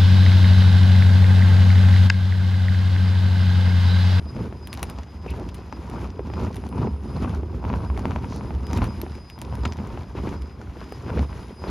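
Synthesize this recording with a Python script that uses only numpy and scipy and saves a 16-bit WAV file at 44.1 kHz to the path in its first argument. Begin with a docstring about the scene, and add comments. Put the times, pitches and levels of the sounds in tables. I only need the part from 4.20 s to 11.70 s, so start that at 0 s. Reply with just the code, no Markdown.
"""On a steep trail of loose rock, an electric truck crawls past a few metres away.
In surges its tyres boom at their carcass resonance, shove stones together and grind grit: filtered
noise and streams of tiny damped contacts. Single rocks knock and crack as damped modes and pulses,
stones skid, and one hard chip pings. The motor inverters whine thinly above it: a tone and its octave."""
import sys
import numpy as np
from scipy import signal
from scipy.fft import rfft, irfft, next_fast_len
from scipy.io import wavfile
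from scipy.ndimage import uniform_filter1d, map_coordinates

SR = 44100
rng = np.random.default_rng(int(sys.argv[2]) if len(sys.argv) > 2 else 0)


def wrap_up_sound(samples):
    """Save the sound to the file named by the first command line argument, as 16-bit audio."""
    columns = np.atleast_2d(samples).T
    # keep every value between -1 and 1, then stretch to whole-number steps
    tamed = np.clip(columns, -1, 1)
    steps = np.round(tamed * 32767).astype(np.int16)
    wavfile.write(sys.argv[1], SR, steps)


N = 330750

# the wheels slip and grip two or three times a second; levels before each layer's trim:
# start_s, hold_s, boom_db, rocks_db, gravel_db, grit_db
SURGES = [(0.158, 0.12, -33.5, -31.5, -45, -51.5), (0.53, 0.26, -36, -41.5, -46, -54),
          (1.064, 0.17, -38, -37.5, -45, -53.5), (1.705, 0.14, -36, -33.5, -39.5, -48.5),
          (2.176, 0.12, -28.5, -30.5, -38, -48.5), (2.569, 0.11, -33, -25.5, -37, -56),
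          (2.964, 0.18, -30, -29.5, -40, -49.5), (3.468, 0.18, -25, -31, -37.5, -51.5),
          (3.772, 0.2, -30, -33.5, -42.5, -51.5), (4.035, 0.31, -54, -33, -43.5, -53.5),
          (4.555, 0.1, -21.5, -28, -34, -42.5), (4.71, 0.25, -44, -41.5, -49.5, -52.5),
          (5.263, 0.24, -28.5, -34.5, -42, -53.5), (5.565, 0.27, -36.5, -38.5, -45, -53.5),
          (5.974, 0.17, -28.5, -31.5, -40, -49), (6.56, 0.27, -48, -44, -55, -54),
          (6.885, 0.14, -30.5, -29, -40, -49.5), (7.094, 0.15, -34, -39, -47, -50.5),
          (7.47, 0.043, -26.5, -31, -37, -46)]
SURGE_RELEASE_S = 0.033  # the amplitude falls by a factor e


def load(pressure_db):
    """Powers of independent sources add: surges of load on a slow creep give four layer levels in dB."""
    attack_s, crest_db = 0.06, 1.5  # a surge crests halfway through its hold
    carcass_lag_s, carcass_release_s = 0.019, 0.013  # the tyres answer late
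    # level at mean pressure plus dB per dB of pressure; the grit does not follow the pressure
    boom = amp(-35.5 + 1.33 * pressure_db) ** 2
    creep_rocks_db = -40 + 1.18 * pressure_db
    creep_gravel_db = -49 + 0.66 * pressure_db
    ground = amp([creep_rocks_db, creep_gravel_db, np.full(N, -55)]) ** 2
    for s, hold, boom_db, *ground_db in SURGES:
        boom += amp(boom_db) ** 2 * swell(s + carcass_lag_s, attack_s, hold, carcass_release_s, crest_db)
        surge = swell(s, attack_s, hold, SURGE_RELEASE_S, crest_db)
        ground += np.outer(amp(ground_db) ** 2, surge)
    uneven_db = 1.47 * wobble(rate=30)  # the stony ground makes the load waver
    return 10 * np.log10([boom, *ground]) + uneven_db


def tyres(boom_db):
    """Forced resonance: rough ground, as noise, shakes the tyre carcasses at their low resonance."""
    # carcass spectrum: frequency_hz, relative_db
    boom_spectrum = [(20, -51.5), (32, -21), (45, -10), (58, 2.5), (68, 3.5), (82, 4), (98, -5.5),
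                     (130, -9.5), (250, -70.5)]
    return amp(boom_db - 1.0) * steady(colour(noise(side_db=-26.5), boom_spectrum), seconds=0.13)


def bounces():
    """Free resonance: a tyre that drops off a rock rings on the note of its carcass."""
    # drops: time_s, level_db
    drops = [(0.032, -26.5), (0.79, -34), (0.97, -32.5), (1.11, -27), (1.838, -24.5), (2.737, -21),
             (2.97, -26), (3.182, -21), (3.31, -27), (3.71, -19.5), (3.99, -26), (4.352, -19.5),
             (4.92, -32.5), (5.42, -22), (6.1, -25), (6.223, -25), (6.5, -31.5), (6.965, -25.5),
             (7.015, -19.5)]
    carcass_hz, attack_s, release_s = 69.56, 0.024, 0.041
    t = np.arange(N) / SR
    track = np.zeros(N)
    for s, db in drops:
        envelope = np.sqrt(2 * swell(s, attack_s, 0, release_s))  # 2: the level is an rms value
        hz = carcass_hz * (1 + .05 * rng.normal())
        track += amp(db) * envelope * np.sin(2 * np.pi * hz * t)
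    return track


def rocks(rocks_db):
    """Damped contact: buried rocks shift under the tread with dull bumps, among the noise of the soil."""
    # spectrum of the buried rocks: frequency_hz, relative_db
    rock_spectrum = [(60, -52.5), (90, 3), (112, 2.5), (145, -1), (190, 1), (255, -2.5), (310, -6.5),
                     (380, -4.5), (500, -12.5), (700, -28.5), (1100, -20), (2500, -64)]
    bumps = contacts(count=3333, spread_db=1.9, width_db=4, lo_hz=100, hi_hz=800, cycles=6, size=1500)
    soil = amp(-3) * noise(side_db=-15)
    return amp(rocks_db) * steady(colour(bumps + soil, rock_spectrum), seconds=0.065)


def gravel(gravel_db):
    """Granular friction: pebbles grind together; under more load small ones add a brighter rasp."""
    # crunch of the larger stones: frequency_hz, relative_db
    crunch_spectrum = [(250, -7), (550, 0.5), (780, 0.5), (970, 4.5), (1250, -6), (1550, -7.5), (1850, -32),
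                       (2500, -29), (4000, -30), (7000, -49), (14000, -49)]
    # small pebbles slipping: frequency_hz, relative_db
    pebble_spectrum = [(600, -39.5), (1200, 16), (1600, -11), (2500, -1), (3400, -16), (5000, -4),
                       (8000, -13), (14000, -36)]
    clusters = collapses(count=700)
    clacks = contacts(count=10000, spread_db=3.0, width_db=8, lo_hz=500, hi_hz=2200, cycles=6, size=500)
    grains = clacks + amp(-5) * noise(side_db=-10)
    crunch = steady(colour(clusters * grains, crunch_spectrum), seconds=.09)
    slips = contacts(count=8250, spread_db=3.6, width_db=8, lo_hz=1300, hi_hz=4500, cycles=13, size=350)
    rasp = steady(colour(clusters * slips, pebble_spectrum), seconds=0.47)
    overload_db = gravel_db - np.mean(gravel_db)
    rasp_db = gravel_db - 14.0 + 0.024 * overload_db  # grows a little faster than the crunch
    return amp(gravel_db - 1.5) * crunch + amp(rasp_db) * rasp


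def collapses(count):
    """Relaxation: gain of a gravel bed that gives way in clusters, each sudden and then dying away."""
    settle_s, spread_db, even_share = .005, 2.4, .4  # even_share: steady part of the grinding power
    when, force = rng.random((count, 2)).T
    power = np.bincount((when * N).astype(int), amp(spread_db * rare_strength(force)) ** 2, N)
    power = signal.lfilter([1], [1, -np.exp(-1 / (settle_s * SR))], power)
    return np.sqrt(even_share + (1 - even_share) * power / np.mean(power))


def grit(grit_db):
    """Broadband friction: sand hisses under the rubber, and tiny chips tick in it."""
    # spectrum of the spray: frequency_hz, relative_db
    grit_spectrum = [(700, 5), (1600, 5.5), (2500, 1), (4000, -4.5), (5500, -7), (7200, -9.5), (8300, -20),
                     (9800, -8.5), (12500, -20), (14200, -15.5), (16000, -21)]
    ticks = contacts(count=6000, spread_db=4.6, width_db=8, lo_hz=2000, hi_hz=9000, cycles=9, size=200)
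    sand = noise(side_db=-12) * amp(1.5 * wobble(30))
    spray = sand + amp(-6) * ticks
    return amp(grit_db - 0.5) * unit(colour(spray, grit_spectrum))


def knocks():
    """Modal impact: a tipping rock clacks at its pitch and thuds into damping soil; crumbs scatter."""
    # rocks tipping under a tyre, levels before trim: time_s, thud_db, thud_hz, clack_db, clack_hz
    tipping_rocks = [(0.166, -28, 409, -28, 630), (0.251, -26, 388, -42, 900), (0.326, -30, 328, -29, 700),
                     (0.631, -34, 600, -26, 1076), (0.638, -32, 480, -29, 840), (0.788, -42, 300, -32, 915),
                     (1.063, -23, 431, -27, 770), (1.221, -22, 339, -46, 900), (1.265, -26, 300, -44, 900),
                     (1.391, -42, 300, -33, 750), (1.526, -34, 700, -22, 900), (1.533, -29, 280, -38, 760),
                     (1.714, -38, 300, -29, 775), (1.741, -24, 258, -38, 900), (1.994, -16, 425, -28, 990),
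                     (2.006, -22, 345, -43, 900), (2.074, -24, 247, -35, 620), (2.101, -36, 291, -27, 860),
                     (2.137, -36, 300, -25, 830), (2.268, -23, 215, -27, 660), (2.439, -40, 300, -30, 890),
                     (2.47, -25, 253, -40, 900), (2.527, -36, 300, -28, 980), (2.588, -20, 242, -34, 900),
                     (2.62, -21, 236, -34, 900), (2.634, -22, 260, -32, 900), (2.655, -21, 215, -40, 900),
                     (2.672, -20, 400, -26, 850), (2.685, -22, 215, -40, 620), (2.857, -23, 231, -40, 900),
                     (3.047, -22, 334, -22, 1150), (3.058, -17, 226, -32, 900), (3.074, -18, 226, -36, 900),
                     (3.104, -22, 215, -38, 900), (3.233, -21, 355, -35, 900), (3.346, -23, 345, -36, 620),
                     (3.441, -32, 280, -27, 900), (3.451, -24, 260, -23, 936), (3.501, -23, 240, -22, 936),
                     (3.515, -20, 236, -36, 900), (3.53, -21, 204, -24, 850), (3.539, -27, 328, -19.5, 990),
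                     (3.701, -32, 280, -25, 1010), (3.776, -28, 587, -21, 800), (3.793, -34, 300, -27, 830),
                     (3.811, -23, 247, -36, 900), (3.855, -18, 230, -15.5, 968),
                     (3.875, -18, 258, -40, 900), (3.909, -35, 565, -22, 820), (3.918, -32, 260, -23, 1010),
                     (3.961, -25, 554, -18, 968), (4.045, -26, 269, -25, 936), (4.109, -22, 236, -38, 900),
                     (4.124, -33, 280, -26, 958), (4.21, -30, 240, -28, 1010), (4.307, -29, 205, -25, 850),
                     (4.511, -30, 250, -28, 1000), (4.532, -32, 300, -24, 1000),
                     (4.573, -21, 279, -25, 950), (4.589, -14, 230, -32, 900), (4.619, -21, 199, -17, 958),
                     (4.642, -24, 260, -26, 1100), (4.688, -21, 221, -36, 900), (4.834, -18, 340, -36, 900),
                     (4.865, -38, 300, -28, 753), (5.179, -45, 300, -34, 936), (5.221, -38, 300, -28, 947),
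                     (5.326, -30, 260, -28, 818), (5.454, -25, 296, -21, 1300), (5.465, -24, 240, -29, 936),
                     (5.588, -36, 300, -28, 872), (5.602, -18, 210, -38, 900), (5.775, -33, 226, -25, 807),
                     (5.952, -22, 366, -38, 900), (6.038, -24, 361, -37, 900), (6.073, -20, 330, -30, 900),
                     (6.128, -32, 260, -28, 904), (6.415, -45, 344, -33, 1400), (6.427, -29, 344, -44, 900),
                     (6.57, -29, 366, -37, 690), (6.615, -35, 420, -29, 1012), (6.723, -25, 400, -27, 807),
                     (6.865, -26, 409, -30, 624), (6.897, -24, 474, -32, 1000),
                     (6.903, -34, 400, -26, 1440), (6.938, -24, 431, -36, 900), (6.975, -18, 460, -24, 650),
                     (6.993, -16, 237, -22, 800), (7.129, -30, 595, -28, 700), (7.308, -28, 395, -38, 764),
                     (7.327, -31, 204, -46, 900), (7.44, -21, 345, -23, 979), (7.472, -22, 409, -34, 900)]
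    # modes of a rock: pitch_multiple, relative_db, t60_s
    stone_modes = [(.72, -7, 0.011), (1, 0, 0.022), (1.33, -12, 0.009), (2.2, -12, 0.006)]
    # contact and crumbs: frequency_hz, relative_db
    clack_spectrum = [(150, -16), (500, -4), (750, -1), (980, 0), (1300, -5), (1900, -11), (2600, -13),
                      (3600, -25), (8000, -50)]
    thud_trim_db, clack_trim_db, contact_trim_db, crumbs_trim_db = 0.5, -3, 11, -15
    rings, crumbs = np.zeros((2, 2, N))
    t = np.arange(SR // 10) / SR
    for s, thud_db, thud_hz, clack_db, clack_hz in tipping_rocks:
        damping = amp(-60 * thud_hz * t / 12)  # 60 dB in 12 cycles
        thud = np.sin(2 * np.pi * thud_hz * t) * damping * (1 - np.exp(-(t / .0007) ** 2))
        clack = np.zeros(len(t))
        for multiple, level_db, t60 in stone_modes:
            mode_hz = clack_hz * multiple * (1 + .025 * rng.normal())
            clack += amp(level_db - 60 * t / t60) * np.sin(2 * np.pi * mode_hz * t)
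        clack *= 1 - np.exp(-t / .0003)
        contact = signal.unit_impulse(len(t))
        scatter = noise(side_db=1, size=len(t)) * amp(-60 * t / 0.037)
        add(rings, s - .001, amp(thud_db + thud_trim_db) * thud)
        add(rings, s, amp(clack_db + clack_trim_db) * clack)
        add(crumbs, s, amp(clack_db + contact_trim_db) * contact)
        add(crumbs, s, amp(clack_db + crumbs_trim_db) * scatter)
    return rings + colour(crumbs, clack_spectrum)


def cracks():
    """Brittle fracture: a pinched stone breaks in a pulse and a burst of fragments with a short tail."""
    # snapping stones, levels before trim: time_s, snap_db, splinter_db (added to snap_db), t60_s
    snapping_stones = [(0.4713, -24, -4.5, 0.0057), (0.5282, -19.5, -10, 0.004), (0.5324, -31, -3, 0.0099),
                       (0.5384, -30, 0, 0.0019), (0.5484, -28, -15, .012), (0.5731, -24, -16, 0.0045),
                       (0.592, -28, -16, .012), (0.6282, -13, -3.5, 0.0042), (0.668, -37, -22, .008),
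                       (0.6978, -26.5, -3.5, 0.0037), (0.7846, -29, -39, 0.02), (0.832, -32, -30, 0.005),
                       (1.1044, -31.5, -3.5, 0.016), (1.196, -35, -10, .015), (1.288, -28, -15, 0.03),
                       (1.3423, -30.5, -3, 0.053), (1.3795, -37, -16, .006), (1.5245, -30, -35, 0.012),
                       (1.6974, -31.5, -8, 0.0079), (1.9021, -31, -33, 0.0036), (2.0695, -35, -25, .004),
                       (2.136, -29, -21, 0.015), (2.2334, -32, -20, .005), (2.3273, -34, -16, .004),
                       (2.3431, -28.5, -13, 0.0046), (2.3574, -33, -3, 0.0036), (2.3655, -28, -8, .005),
                       (2.4655, -34, -22, .004), (2.4885, -33, -4, 0.005), (3.0939, -32, -15, 0.0028),
                       (3.1472, -31, -14, 0.004), (3.7744, -31.5, -9, .005), (3.7923, -30, -10, .004),
                       (3.8541, -30, -16, 0.0045), (3.908, -30, -25, 0.0036), (3.9598, -31, -20, 0.004),
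                       (4.1604, -38, 3.5, 0.0058), (4.4667, -28, -11, 0.01), (4.5015, -32, -22, .006),
                       (4.5105, -30, -22, .006), (4.5306, -19, -14, 0.006), (4.5734, -23, -7.5, 0.0027),
                       (4.6414, -29, -4, .005), (4.8145, -23.5, -10.5, 0.0018), (4.9511, -31, -18, 0.005),
                       (5.0988, -29.5, -10, 0.0042), (5.1878, -31, -8, 0.0037), (5.215, -26, -1.5, 0.0019),
                       (5.248, -28, -21, 0.0058), (5.3522, -30, -12, 0.004), (5.4343, -31, -28, .004),
                       (5.451, -24, -24, .004), (5.4538, -17.5, -28, 0.012), (5.4753, -30, -20, .004),
                       (5.5218, -21.5, -31, 0.0026), (5.5334, -29, -14, 0.006), (5.5687, -31, -16, 0.006),
                       (5.671, -34.5, -11, .008), (6.0893, -30, -30, .015), (6.2198, -35, -9, 0.0064),
                       (6.4138, -35, -35, 0.008), (6.6405, -35, -31, .005), (6.7221, -35, 0, .008),
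                       (6.9915, -27, -32, .007)]
    # body of a snap: frequency_hz, relative_db
    snap_spectrum = [(200, -6), (700, 7), (1400, 3.5), (2700, 5), (4200, 1.5), (6000, -1), (8500, -9),
                     (16000, -63)]
    # its treble: frequency_hz, relative_db
    splinter_spectrum = [(1500, -101), (4500, -103), (7000, 21), (8400, 37.5), (10000, 32.5), (12500, 25),
                         (16000, 28)]
    fracture_share, fracture_s = 0.58, 0.0068  # the clean break loses energy share as snaps lengthen
    snaps, splinters = np.zeros((2, 2, N))
    t = np.arange(SR // 10) / SR
    tail = amp(-15 - 60 * t / .05)  # scattered by the ground
    for s, snap_db, splinter_db, t60 in list(snapping_stones) + chips(count=2):
        clean = np.clip(fracture_share * np.exp(-t60 / fracture_s), 0, 1)
        pan_db = np.array([[1], [-1]]) * rng.uniform(-0.62, 1)
        pulse = unit(signal.unit_impulse(len(t))) * amp(pan_db)
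        fragments = unit(noise(side_db=-19, size=len(t)) * (amp(-60 * t / t60) + tail))
        burst = np.sqrt(clean) * pulse + np.sqrt(1 - clean) * fragments
        add(snaps, s + 0.0014, amp(snap_db - 27.5) * burst)
        add(splinters, s + 0.0012, amp(snap_db + splinter_db - 22.5) * burst)
    return colour(snaps, snap_spectrum) + colour(splinters, splinter_spectrum)


def chips(count):
    """Random fracture under load: faint snaps during each surge, as rows for cracks()."""
    middle_db, spread_db, splinter_db, t60 = -40, 4, -18, .004
    rows = []
    for s, hold, *_ in SURGES:
        for place, force in rng.random((count, 2)):
            when = s + place * (hold + 2 * SURGE_RELEASE_S)
            rows.append((when, middle_db + spread_db * (2 * force - 1), splinter_db, t60))
    return rows


def scrapes():
    """Stick-slip: a stone skidding under the tread moves in irregular jerks that excite its resonance."""
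    # skids: start_s, level_db, length_s, pitch_hz, width_hz
    skids = [(0.155, -37.5, 0.088, 370, 380), (0.573, -41, 0.034, 790, 500),
             (1.074, -43.5, 0.026, 2520, 400), (1.093, -46.5, 0.02, 3150, 1800),
             (1.105, -46, 0.025, 2650, 600), (1.16, -36.5, 0.074, 394, 500), (2.575, -54, 0.07, 2500, 1800),
             (2.605, -35, 0.036, 380, 340), (3.026, -49, 0.029, 2500, 1500),
             (3.762, -44, 0.0098, 2030, 500), (4.071, -49.5, 0.14, 4870, 2970),
             (4.536, -55, 0.016, 3000, 2200), (4.555, -44, 0.029, 3200, 3030),
             (4.616, -50.5, 0.038, 2390, 2000), (5.45, -30, 0.012, 2000, 2290),
             (5.949, -46, 0.059, 1960, 1490), (6.066, -44, 0.025, 1940, 1250),
             (6.593, -45.5, 0.054, 1210, 700), (6.864, -37.5, 0.049, 960, 950),
             (6.95, -32.5, 0.036, 250, 254), (6.969, -41.5, 0.035, 2200, 1750),
             (7.474, -46, 0.026, 3880, 1400)]
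    track = np.zeros((2, N))
    for s, db, length, hz, width_hz in skids:
        jerks = rng.standard_normal(int(length * SR)) ** 3  # cubing makes the strong ones stand out
        band = [max(hz - width_hz / 2, hz / 4), hz + width_hz / 2]
        stone = signal.butter(2, band, "bandpass", fs=SR)
        skid = unit(signal.lfilter(*stone, jerks))
        add(track, s, amp(db) * skid * np.hanning(len(jerks)) ** .5)
    return track


def pings():
    """Free vibration: a hard chip rings briefly on one lightly damped mode."""
    # ringing chips: time_s, level_db, pitch_hz, t60_s
    ringing_chips = [(4.816, -25, 11930, 0.0083)]
    track, t = np.zeros((2, N)), np.arange(SR // 10) / SR
    for s, db, hz, t60 in ringing_chips:
        add(track, s, amp(db) * np.sin(2 * np.pi * hz * t) * amp(-60 * t / t60))
    return track


def inverters():
    """Switching harmonics: the tone swells with motor torque, its octave comes and goes; both flutter."""
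    # pushes of the motors: start_s, hold_s, tone_db
    torque = [(0.08, 0.018, -51.5), (0.14, .025, -57), (0.21, 0.018, -59), (0.367, 0.025, -59),
              (0.432, .025, -55), (0.504, .03, -56), (0.665, 0.043, -56.5), (0.752, .07, -63),
              (0.89, 0.23, -61.5), (1.23, 0.12, -70), (1.514, 0.052, -61), (1.707, 0.48, -67),
              (2.114, .19, -63), (2.55, 0.12, -68), (2.887, 0.12, -59), (3.07, 0.07, -77),
              (3.617, 0.09, -66), (3.98, 0.36, -66.5), (4.456, 0.093, -55.5), (4.69, 0.048, -54),
              (4.753, 0.031, -56), (4.85, 0.1, -65), (4.94, 0.23, -56.5), (5.29, 0.062, -67),
              (5.43, 0.073, -57), (5.58, .04, -64), (6.007, 0.039, -63), (6.143, 0.2, -63),
              (6.58, 0.11, -61.5), (6.716, 0.035, -53), (6.83, 0.07, -63), (6.983, 0.14, -57.5),
              (7.21, .04, -61), (7.38, 0.088, -55.5)]
    # level of the octave: time_s, level_db
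    octave_levels = [(0, -70), (1.6, -98), (1.75, -85), (2.0, -88), (2.55, -64.5), (2.65, -75), (3.08, -65),
                     (3.25, -85), (3.42, -88), (3.62, -67.5), (3.98, -75), (4.2, -67), (4.47, -72),
                     (4.65, -66), (5.12, -73), (5.22, -71), (5.38, -68), (5.7, -85), (6.6, -93),
                     (7.12, -68), (7.5, -70)]
    switching_hz, idle_db = 4993, -67  # idle_db: the tone between pushes
    attack_s = release_s = 0.012
    power = amp(idle_db) ** 2
    for s, hold, db in torque:
        power = power + amp(db) ** 2 * swell(s, attack_s, hold, release_s)
    # the motors ease off and the whine dips by 12 dB
    easing = amp(-12 * swell(6.365, attack_s, .18, release_s))
    octave_db, = curves(octave_levels)
    phase = 2 * np.pi * switching_hz * np.arange(N) / SR
    flutter_db = 2.2 * wobble(50) + 1.2 * wobble(18)
    tone = unit(np.sin(phase + .8 * wobble(36)) * amp(flutter_db))
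    octave = unit(np.sin(2 * phase + 1.2 * wobble(40)) * amp(1.5 * wobble(60)))
    sided_tone = tone * amp([[1], [-1.5]])  # dB at left and right
    return easing * (np.sqrt(power) * sided_tone + amp(octave_db) * octave)


def echoed(x):
    """Specular reflection: the truck's flank throws each blow back, later and weaker."""
    echo_s, echo_db = 0.0081, -18.5
    return x + amp(echo_db) * np.pad(x, ((0, 0), (round(echo_s * SR), 0)))[:, :N]


def contacts(count, spread_db, width_db, lo_hz, hi_hz, cycles, size):
    """Shot noise of damped contacts: each has its pitch, force and place, and dies in a few cycles."""
    when, pitch, force, place = rng.random((count, 4)).T
    hz = (lo_hz * (hi_hz / lo_hz) ** pitch)[:, None]
    turns = hz * np.arange(size) / SR
    strength = amp(spread_db * rare_strength(force)) * (-1) ** np.arange(count)
    decay = np.exp(-np.log(1000) * turns / cycles)  # 60 dB in the given cycles
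    grains = strength[:, None] * hz * np.sin(2 * np.pi * turns) * decay
    index = ((when * N).astype(int)[:, None] + np.arange(size)).ravel()
    pan_db = width_db * (place[:, None] - .5)
    ears = [np.bincount(index, (grains * amp(ear * pan_db)).ravel(), N)[:N] for ear in (1, -1)]
    return unit(np.array(ears))


def rare_strength(force):
    """Exponential statistics: uniform draws become mostly weak, rarely strong events, capped at log 20."""
    return np.minimum(-np.log(1 - force), np.log(20))


def swell(s, attack, hold, release, crest_db=0):
    """Exponential growth and decay: power rises up to time s, holds with a crest halfway, dies away."""
    first, last = np.clip(np.array([s - 10 * attack, s + hold + 10 * release]) * SR, 0, N).astype(int)
    t = np.arange(first, last) / SR - s
    edges = np.maximum(-t, 0) / attack + np.maximum(t - hold, 0) / release
    arch = np.sin(np.pi * np.clip(t / max(hold, 1 / SR), 0, 1)) - 2 / np.pi
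    return np.pad((np.exp(-edges) * amp(crest_db * arch)) ** 2, (first, N - last))


def steady(x, seconds):
    """Level normalisation: even out slow swells by the running power, so that the load sets the level."""
    power = uniform_filter1d(np.mean(x ** 2, axis=0), int(seconds * SR) + 1)
    return x / np.sqrt(np.abs(power) + 1e-9)


def colour(x, spectrum, size=8192):
    """Minimum-phase filtering: a causal response of energy 1 with the shape of a spectrum."""
    cepstrum = irfft(np.log(amp(along(spectrum, np.fft.rfftfreq(size, 1 / SR)))))
    cepstrum[1:size // 2] *= 2  # folding the cepstrum makes the response causal
    cepstrum[size // 2 + 1:] = 0
    response = irfft(np.exp(rfft(cepstrum)))
    return signal.fftconvolve(x, response[None] / np.linalg.norm(response), axes=1)[:, :N]


def noise(side_db, size=N):
    """Partial coherence: white stereo noise whose side part lies side_db from the common part."""
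    mid, side = rng.standard_normal((2, size))
    return unit(mid + amp(side_db) * np.array([side, -side]))


def wobble(rate):
    """Band-limited fluctuation: a smooth random curve with rate knots a second."""
    knots = rng.standard_normal(int(N * rate / SR) + 4)
    return map_coordinates(knots, [np.arange(N) * rate / SR])


def curves(rows):
    """Linear interpolation in time: one value per sample for each column after the time."""
    s, *cols = np.transpose(rows)
    return [np.interp(np.arange(N) / SR, s, c) for c in cols]


def along(points, hz):
    """Logarithmic frequency scale: (Hz, value) points interpolated on it."""
    f, v = np.transpose(points)
    return np.interp(np.log(hz + 1), np.log(f + 1), v)


def add(track, s, sound):
    """Superposition: mix a sound into a stereo track at time s."""
    part = track[:, max(round(s * SR), 0):][:, :sound.shape[-1]]
    part += sound[..., :part.shape[1]]


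def amp(db):
    """Decibel law: level in dB to amplitude gain."""
    return 10 ** (np.asarray(db) / 20)


def unit(x):
    """Root mean square: scale to rms 1."""
    return x / np.sqrt(np.mean(x ** 2) + 1e-20)


def scene():
    """Superposition in open air of the truck and the ground beneath it."""
    # steady pressure on the ground between surges: time_s, relative_db
    creep = [(0.0, 0), (0.4, 1.5), (0.92, -2.5), (1.25, 3), (1.45, -1.5), (2.1, 4), (2.8, 2.5), (3.3, 5),
             (4.35, 3.5), (4.8, 4), (5.08, -5), (5.6, 1.5), (5.9, -2), (6.4, -0.5), (7.5, -6.5)]
    creep_db, = curves(creep)
    boom_db, rocks_db, gravel_db, grit_db = load(creep_db - np.mean(creep_db))
    rolling = tyres(boom_db) + rocks(rocks_db) + gravel(gravel_db) + grit(grit_db)
    blows = echoed(knocks() + cracks())
    return rolling + bounces() + blows + scrapes() + pings() + inverters()


def record(dry):
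    """Linear filtering: two microphone ports differ in level and phase and shed deep bass and top treble."""
    # level of left over right: frequency_hz, difference_db
    port_balance = [(60, -0.5), (380, -0.5), (700, 0.1), (1290, 3), (2400, 2), (4400, 0), (8000, 1),
                    (15000, -1)]
    # phase of left over right: frequency_hz, difference_rad
    port_phase = [(300, 0), (1120, .25), (1890, -.3), (2670, .2), (6200, -.2), (6900, -.9), (7700, -2.7),
                  (8900, -3.5), (10500, -6), (12700, -6.7), (14000, -9.2), (16000, -9.8)]
    top_hz = 16300
    size = next_fast_len(N + SR // 2)
    hz = np.fft.rfftfreq(size, 1 / SR)
    ear = np.array([[.5], [-.5]])  # each port takes half of the difference
    ports = amp(ear * along(port_balance, hz)) * np.exp(1j * ear * along(port_phase, hz))
    bass_cut = amp(along([(15, -33), (30, -1), (42, -0.5)], hz))  # (Hz, dB)
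    return irfft(rfft(dry, size) * ports * bass_cut * (hz < top_hz), size)[:, :N]


dry = scene()
out = record(dry)
wrap_up_sound(out)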